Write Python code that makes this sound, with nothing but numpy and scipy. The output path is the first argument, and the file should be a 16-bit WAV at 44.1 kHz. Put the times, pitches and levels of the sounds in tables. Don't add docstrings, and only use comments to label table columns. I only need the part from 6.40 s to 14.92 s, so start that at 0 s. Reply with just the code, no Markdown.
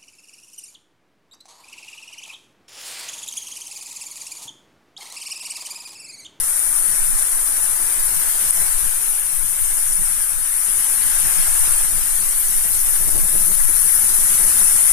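import sys
import numpy as np
from scipy import signal
from scipy.fft import rfft, irfft
from scipy.io import wavfile
from scipy.ndimage import uniform_filter1d

SR = 44100
rng = np.random.default_rng(int(sys.argv[2]) if len(sys.argv) > 2 else 0)


def persist_wave(psi):
    counts = np.round(np.clip(psi, -1, 1) * 32767).astype(np.int16)
    wavfile.write(sys.argv[1], SR, np.atleast_2d(counts).T)


N = 375732


def gain_of(db):
    return 10 ** (np.asarray(db) / 20)


def evened(x):
    return x / np.sqrt(np.mean(x ** 2) + 1e-20)


def read(points, hz):
    f, value = np.transpose(points)
    return np.interp(np.log(hz + 1), np.log(f + 1), value)


def follow(points, t):
    return np.interp(t, *np.transpose(points))


def filtered(x, shape):
    return irfft(rfft(x) * gain_of(read(shape, np.fft.rfftfreq(N, 1 / SR))), N)


def coloured(shape, steady_s):
    x = filtered(rng.standard_normal((2, N)), shape)
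    width = round(steady_s * SR)
    power = uniform_filter1d(uniform_filter1d(x ** 2, size=width), size=width)
    return x / np.sqrt(abs(power) + 1e-20)


def wander(shape, frames, bins):
    field = uniform_filter1d(rng.standard_normal(shape), size=frames, axis=-1)
    return evened(uniform_filter1d(field, size=bins, axis=-2))


def slow_wander(t, frames):
    frame_s = np.arange(N // 256 + 2) * 256 / SR
    curves = wander((2, 1, len(frame_s)), frames, bins=1)[:, 0]
    return np.array([np.interp(t, frame_s, curve) for curve in curves])


def buffets(t):
    # centre in seconds, port (0 left, 1 right), rms level at the
    # centre in dB, length in seconds, share of the power that reaches higher (0-1).
    gust_rows = [(0.435, 1, -45, 0.038, 0.3), (0.489, 0, -45, 0.04, 0.0), (0.696, 0, -42, 0.048, 0.0),
                 (0.81, 1, -43, 0.06, 0.5), (1.246, 0, -44, 0.023, 0.0), (1.512, 1, -44.5, 0.049, 0.2),
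                 (1.76, 0, -43, 0.16, 0.04), (2.215, 1, -42, 0.03, 0.19), (2.22, 0, -35, 0.03, 0.4),
                 (2.445, 0, -35, 0.053, 0), (2.928, 0, -49, 0.046, 0.0), (3.074, 1, -43, 0.029, 0.0),
                 (3.126, 0, -43, 0.055, 0.1), (3.312, 1, -61, 0.09, 0.1), (3.607, 0, -32, 0.044, 0.04),
                 (4.29, 0, -42.9, 0.05, 0), (4.67, 1, -41.4, 0.069, 0.3), (4.86, 1, -44, 0.039, 0.0),
                 (4.867, 0, -35, 0.099, 0.1), (4.99, 1, -42, 0.029, 0.27), (5.293, 0, -37, 0.072, 0.6),
                 (5.443, 0, -40, 0.03, 0.26), (5.512, 1, -49, 0.054, 0), (5.565, 0, -45, 0.1, 0),
                 (5.777, 1, -47, 0.035, 0.0), (5.81, 0, -41.5, 0.062, 0.0), (6.103, 0, -38.5, 0.068, 0.0),
                 (6.26, 0, -35, 0.019, 0.3), (6.354, 1, -36, 0.03, 0.14), (6.377, 0, -44, 0.09, 0.07),
                 (6.624, 0, -34, 0.1, 0.27), (6.687, 0, -29, 0.018, 0.7), (6.725, 0, -43, 0.028, 0.6),
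                 (6.756, 0, -27.5, 0.023, 0.8), (6.786, 0, -27.5, 0.024, 0.8), (6.74, 0, -47.5, 0.21, 0.5),
                 (6.77, 1, -35, 0.057, 0.4), (6.845, 0, -33, 0.056, 0.3), (6.899, 1, -40, 0.034, 0),
                 (6.954, 0, -30.5, 0.038, 0.5), (6.997, 0, -42, 0.036, 0.4), (7.03, 0, -44, 0.17, 0.16),
                 (7.07, 0, -41, 0.04, 0.04), (7.021, 1, -37, 0.04, 0), (7.093, 1, -34, 0.068, 0),
                 (7.118, 0, -29.5, 0.036, 0.3), (7.298, 0, -33.5, 0.036, 0.6), (7.36, 1, -45, 0.053, 0.0),
                 (7.458, 0, -31, 0.037, 0), (7.57, 1, -38, 0.058, 0.1), (7.636, 0, -35, 0.059, 0.08),
                 (7.807, 1, -38, 0.055, 0.2), (7.907, 0, -35.5, 0.036, 0.0), (7.946, 1, -37, 0.07, 0.1),
                 (8.002, 0, -34, 0.03, 0.6), (8.067, 0, -32.5, 0.092, 0.54), (8.224, 0, -37, 0.044, 0.2),
                 (8.225, 1, -40, 0.038, 0.2), (8.354, 0, -38, 0.033, 0.01), (8.442, 0, -41, 0.034, 0.1)]
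    # frequency in Hz, relative level in dB.
    low_shape = [(30, -0.5), (70, 4), (125, -5.5), (180, 4), (250, -14), (330, -9.5), (500, -20),
                 (1200, -62)]
    upper_shape = [(250, -15.5), (330, -6.5), (450, -13.5), (600, -11), (900, -17), (1500, -33.5)]
    low, upper = np.zeros((2, 2, N))
    for s, port, db, length, reach in gust_rows:
        near = slice(max(round((s - .25) * SR), 0), round((s + .25) * SR))
        gust = gain_of(db) * np.exp(-(2 * (t[near] - s) / length) ** 2)
        share = np.clip(reach, 0, 1)
        low[round(port), near] += np.sqrt(1 - share) * gust
        upper[round(port), near] += np.sqrt(share) * gust
    return low * coloured(low_shape, steady_s=.04) + upper * coloured(upper_shape, steady_s=.04)


def wind():
    # time in seconds, rms level in dB of the
    breeze = [(0.0, -29, -40, -53, -60), (0.25, -37, -35, -59, -55.5), (0.5, -42, -28.5, -50, -51),
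              (0.75, -27, -21, -49, -53), (1.0, -53, -27.5, -59, -53), (1.25, -24, -31, -48, -54),
              (1.5, -42, -26.5, -52, -54), (1.75, -22, -30.5, -46, -50), (2.0, -45, -28, -52, -54),
              (2.25, -22, -31.5, -45, -50), (2.5, -22, -28.5, -48, -57), (2.75, -46, -28, -52, -48),
              (3.0, -23, -45, -48, -47), (3.25, -26, -25, -63, -55), (3.5, -34, -19.5, -57, -53),
              (3.75, -32, -32, -47, -52), (4.0, -26, -30.5, -47.5, -58), (4.25, -57, -30, -59, -54),
              (4.5, -37, -36, -53, -49), (4.75, -29.5, -27.5, -54, -54), (5.0, -21, -24, -41.5, -58),
              (5.25, -17.5, -28, -61, -45), (5.5, -25.5, -22.5, -42, -47), (5.75, -26, -27.5, -48, -46.5),
              (6.0, -37, -26.5, -47, -56), (6.25, -31, -22, -51, -50), (6.5, -25, -26, -48, -49),
              (6.75, -18.5, -23, -44, -46), (7.0, -23, -24.5, -45, -46), (7.25, -17, -19, -46, -49),
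              (7.5, -28, -33, -52, -55), (7.75, -34, -23.5, -41, -54), (8.0, -29.5, -23.5, -44, -50),
              (8.25, -31.5, -26, -42, -45), (8.52, -28, -32, -51, -49)]
    # frequency in Hz, relative level in dB.
    swing_shape = [(1, 4), (5, -1), (10, 3.5), (20, -5.5), (32, -22.5), (45, -22.5), (62, -39), (120, -42),
                   (250, -75)]
    flutter_shape = [(30, 4.5), (70, -0.5), (125, -7.5), (180, -5.5), (250, -12.5), (500, -15), (1200, -62)]
    swing_waver_db, flutter_waver_db = 1.5, 2
    puffs_db, puff_most = 7, 1.4

    t = np.arange(N) / SR
    s, *columns = np.transpose(breeze)
    levels_db = np.array([np.interp(t, s, c) for c in columns])
    puffs = np.minimum(slow_wander(t, frames=10), puff_most)
    waver = slow_wander(t, frames=30)
    swing_db = levels_db[:2] + swing_waver_db * waver
    flutter_db = levels_db[2:] + puffs_db * puffs + flutter_waver_db * waver
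    swings = gain_of(swing_db) * coloured(swing_shape, steady_s=.2)
    flutter = gain_of(flutter_db) * coloured(flutter_shape, steady_s=.04)
    return swings + flutter + buffets(t)


def pops(port_hz=((9800,), (8800,)), length_s=.0008):
    # time in seconds (the burst centres two length_s later),
    # peak level at the left port in dB, how much lower it is at the right in dB.
    drops = [(2.1045, -8, 8), (2.1074, 4, 8), (2.796, -7, 12), (3.5543, -5, 9), (6.8962, -6, 10)]
    out, t = np.zeros((2, N)), np.arange(-200, 200) / SR
    ring = np.exp(-(t / length_s) ** 4) * np.sin(2 * np.pi * np.array(port_hz) * t)
    for s, db, lean_db in drops:
        at = round((s + 2 * length_s) * SR) - 200
        out[:, at:at + len(t)] += gain_of([[db], [db - lean_db]]) * ring
    return out


def dips():
    # centre in seconds, depth in dB, length in seconds.
    dip_rows = [(6.6985, -16, .004), (6.7619, -11, .0025), (6.7748, -12, .004)]
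    t = np.arange(N) / SR
    left_db = sum(db * np.exp(-(2 * (t - s) / length) ** 4) for s, db, length in dip_rows)
    return gain_of([left_db, np.zeros(N)])


def layer_shares(hz):
    centres_hz = [1400, 4800, 9700, 13000]
    return np.array([read(list(zip(centres_hz, row)), hz) for row in np.eye(4)]).T


def swell(t, hz, shares):
    # time in seconds, roar of the
    # breakers in dB, foam fizz in dB, fine spray in dB, lean to the left of foam in dB, of spray in dB.
    waves = [(0.0, -42.5, -19.5, -32.5, 10.5, 3), (0.5, -40.5, -19, -33, 14.5, 3),
             (0.95, -41, -18.5, -32.5, 9, 5), (1.3, -41, -19.5, -32.5, 12, 5),
             (1.8, -40, -20, -29.5, 10, 5), (2.15, -39.5, -18, -29.5, 8, 7),
             (2.5, -41.5, -20, -32, 12.5, 6), (2.9, -44, -22.5, -33, 12.5, 5),
             (3.3, -42.5, -19, -32.5, 10, 7), (3.7, -41.5, -18.5, -33.5, 10, 5),
             (4.0, -42, -21, -34, 11.5, 6), (4.35, -41, -17.5, -32.5, 11.5, 4),
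             (4.75, -37.5, -18.5, -30.5, 12.5, 9), (5.3, -39, -16.5, -28.5, 7.5, 3),
             (5.55, -41.5, -19.5, -31, 10.5, 7), (6.0, -42.5, -19, -29, 8.5, 6),
             (6.5, -42.5, -18.5, -28.5, 9.5, 6), (6.9, -42, -18, -29.5, 9.5, 7),
             (7.1, -41, -17, -30, 12.5, 7.5), (7.5, -39.5, -16, -30, 13, 7.5),
             (7.8, -39, -15.5, -28.5, 9, 5), (8.1, -37.5, -14, -29, 10, 1.5),
             (8.52, -38.5, -12.5, -30, 10.5, 3)]
    layer_db = [0.06, -0.37, 0.5, -2.5]
    layer_lean_db = [1, -1.5, 0.83, -4]
    # time in seconds, level in dB.
    low_wash = [(0.0, -46.5), (0.73, -45), (2.16, -43.5), (2.82, -48.5), (4.03, -49), (4.7, -44.5),
                (5.13, -42), (5.91, -47.5), (6.86, -44.5), (7.21, -46), (7.9, -44), (8.52, -43)]
    # frequency in Hz, share (0-1).
    low_wash_share = [(800, 1), (1400, 0)]
    # time in seconds, change in dB.
    low_splash = [(0.0, -1.5), (1.0, -1.5), (2.0, 0.5), (3.0, 2.5), (4.0, 0.5), (5.5, 2.5), (6.5, 0.5),
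                  (7.5, -1), (8.52, 1)]
    # frequency in Hz, share (0-1).
    low_splash_share = [(1900, 0), (2800, 1), (4200, 0)]
    splash_from_roar, splash_from_spray, wash_leans = 0.68, 0.69, 0.43

    s, *columns = np.transpose(waves)
    roar, fizz, spray, lean, spray_lean = (np.interp(t, s, c - c.mean()) for c in columns)
    splash = splash_from_roar * roar + splash_from_spray * spray
    level_db = shares @ (np.c_[layer_db] + [roar, splash, fizz, spray])
    s, deep = np.transpose(low_wash)
    deep_change = np.interp(t, s, deep - deep.mean())
    level_db += read(low_wash_share, hz)[:, None] * (deep_change - roar)
    level_db += read(low_splash_share, hz)[:, None] * follow(low_splash, t)
    lean_db = shares @ (np.c_[layer_lean_db] + [wash_leans * lean, 0 * lean, lean, spray_lean])
    return level_db, lean_db


def flicker(shares, frames):
    patchy_db = [1.27, 2.13, 0.35, 2.6]
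    port_flicker_db = [
        [.2, .6, 0.99, 0.26],
        [.7, 1.1, 0.16, 0.71],
    ]
    common_db = [0.095, 0.16, 0.1, 0.36]
    patches = (shares @ patchy_db)[:, None] * wander((2, 257, frames), frames=10, bins=6)
    own = (port_flicker_db @ shares.T)[:, :, None] * wander((2, 257, frames), frames=8, bins=120)
    common = (shares @ common_db)[:, None] * wander((257, frames), frames=9, bins=60)
    return patches + own + common


def foam_tilt(t, hz):
    # time in seconds, tilt in dB.
    tilt = [(0.0, 0), (1.5, -2), (3.0, -1.5), (4.5, 0.5), (5.6, -2.5), (6.3, -0.5), (7.0, 2), (7.7, 2.5),
            (8.52, 2.5)]
    # frequency in Hz, change in dB per dB of tilt.
    tilt_shape = [(7000, 0), (8500, -1), (9800, 0), (11000, .7), (11900, 1.2), (12600, 0)]
    return read(tilt_shape, hz)[:, None] * follow(tilt, t)


def partly_coherent(hz, frames):
    # frequency in Hz, coherence (0-1).
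    likeness = [(200, 0), (330, 1), (450, 0.7), (800, 0.5), (1600, 0), (2200, 0)]
    right_lag_s = .00016
    a, b = rng.standard_normal((2, 257, frames)) + 1j * rng.standard_normal((2, 257, frames))
    same = np.clip(read(likeness, hz), -1, 1)[:, None]
    late = np.exp(-2j * np.pi * hz * right_lag_s)[:, None]
    return np.array([a, same * late * a + np.sqrt(1 - same ** 2) * b])


def flecked(x):
    # frequency in Hz, depth in dB per unit of random field.
    fleck_depth = [(1500, 0), (2500, 13), (5000, 26), (7000, 7), (8500, 0), (12000, 0), (14000, 9)]
    fleck_most = .7
    hz, t, z = signal.stft(x, SR, nperseg=2048)
    field = np.minimum(wander(z.shape, frames=2, bins=2), fleck_most)
    flecks = gain_of(read(fleck_depth, hz)[:, None] * field)
    rms = np.sqrt(np.mean(flecks ** 2, axis=-1, keepdims=True))
    return signal.istft(z * flecks / rms, SR, nperseg=2048)[1][:, :N]


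def surf():
    # frequency in Hz, spectral density in relative dB.
    left_port = [(300, -78.5), (520, -82), (800, -72), (1150, -69.5), (1550, -64.5), (2000, -67),
                 (2600, -74), (3600, -74.5), (4800, -74), (5600, -66), (7600, -65.5), (8600, -56),
                 (9800, -46.5), (11500, -54), (14200, -56.5)]
    right_port = [(300, -77), (480, -77.6), (800, -72.1), (1300, -70.4), (2200, -71.7), (3600, -74.3),
                  (4800, -73.3), (5600, -70.1), (7200, -65.9), (8000, -60.7), (8700, -56.2), (9300, -57.7),
                  (10400, -62), (12500, -63.7), (14200, -62.4)]
    # frequency in Hz, gain in dB.
    bass_fade = [(60, -37), (170, -18), (255, -19), (300, -0.5)]
    frames, hz = N // 128 + 5, np.fft.rfftfreq(512, 1 / SR)
    t = np.arange(frames) * 128 / SR
    shares = layer_shares(hz)
    level_db, lean_db = swell(t, hz, shares)
    ports_db = np.array([read(port, hz) for port in (left_port, right_port)])
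    field_db = ports_db[:, :, None] + level_db + np.array([lean_db / 2, -lean_db / 2])
    field_db += flicker(shares, frames)
    field_db[0] += foam_tilt(t, hz)
    z = partly_coherent(hz, frames) * gain_of(field_db)
    sea = signal.istft(z, SR, nperseg=512, noverlap=384, scaling="psd")[1][:, :N]
    return gain_of(0.38) * filtered(flecked(sea), bass_fade)


def scene():
    return dips() * surf() + wind() + pops()


def record(dry, ceiling_db=-1, recovery_db_per_s=150):
    clip_at, edge_hz = .94, 14260
    peak_db = 20 * np.log10(abs(dry).max(0) + 1e-9)
    fall = np.arange(N) * recovery_db_per_s / SR
    held_db = np.maximum.accumulate(peak_db + fall) - fall
    over_db = np.maximum(held_db - ceiling_db, 0)
    ducked = dry / gain_of(uniform_filter1d(over_db, size=61, origin=30))
    taps = signal.firwin(1023, edge_hz, window=("kaiser", 9), fs=SR)
    return signal.oaconvolve(np.clip(ducked, -clip_at, clip_at), taps[None], "same")


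dry = scene()
out = record(dry)
persist_wave(out)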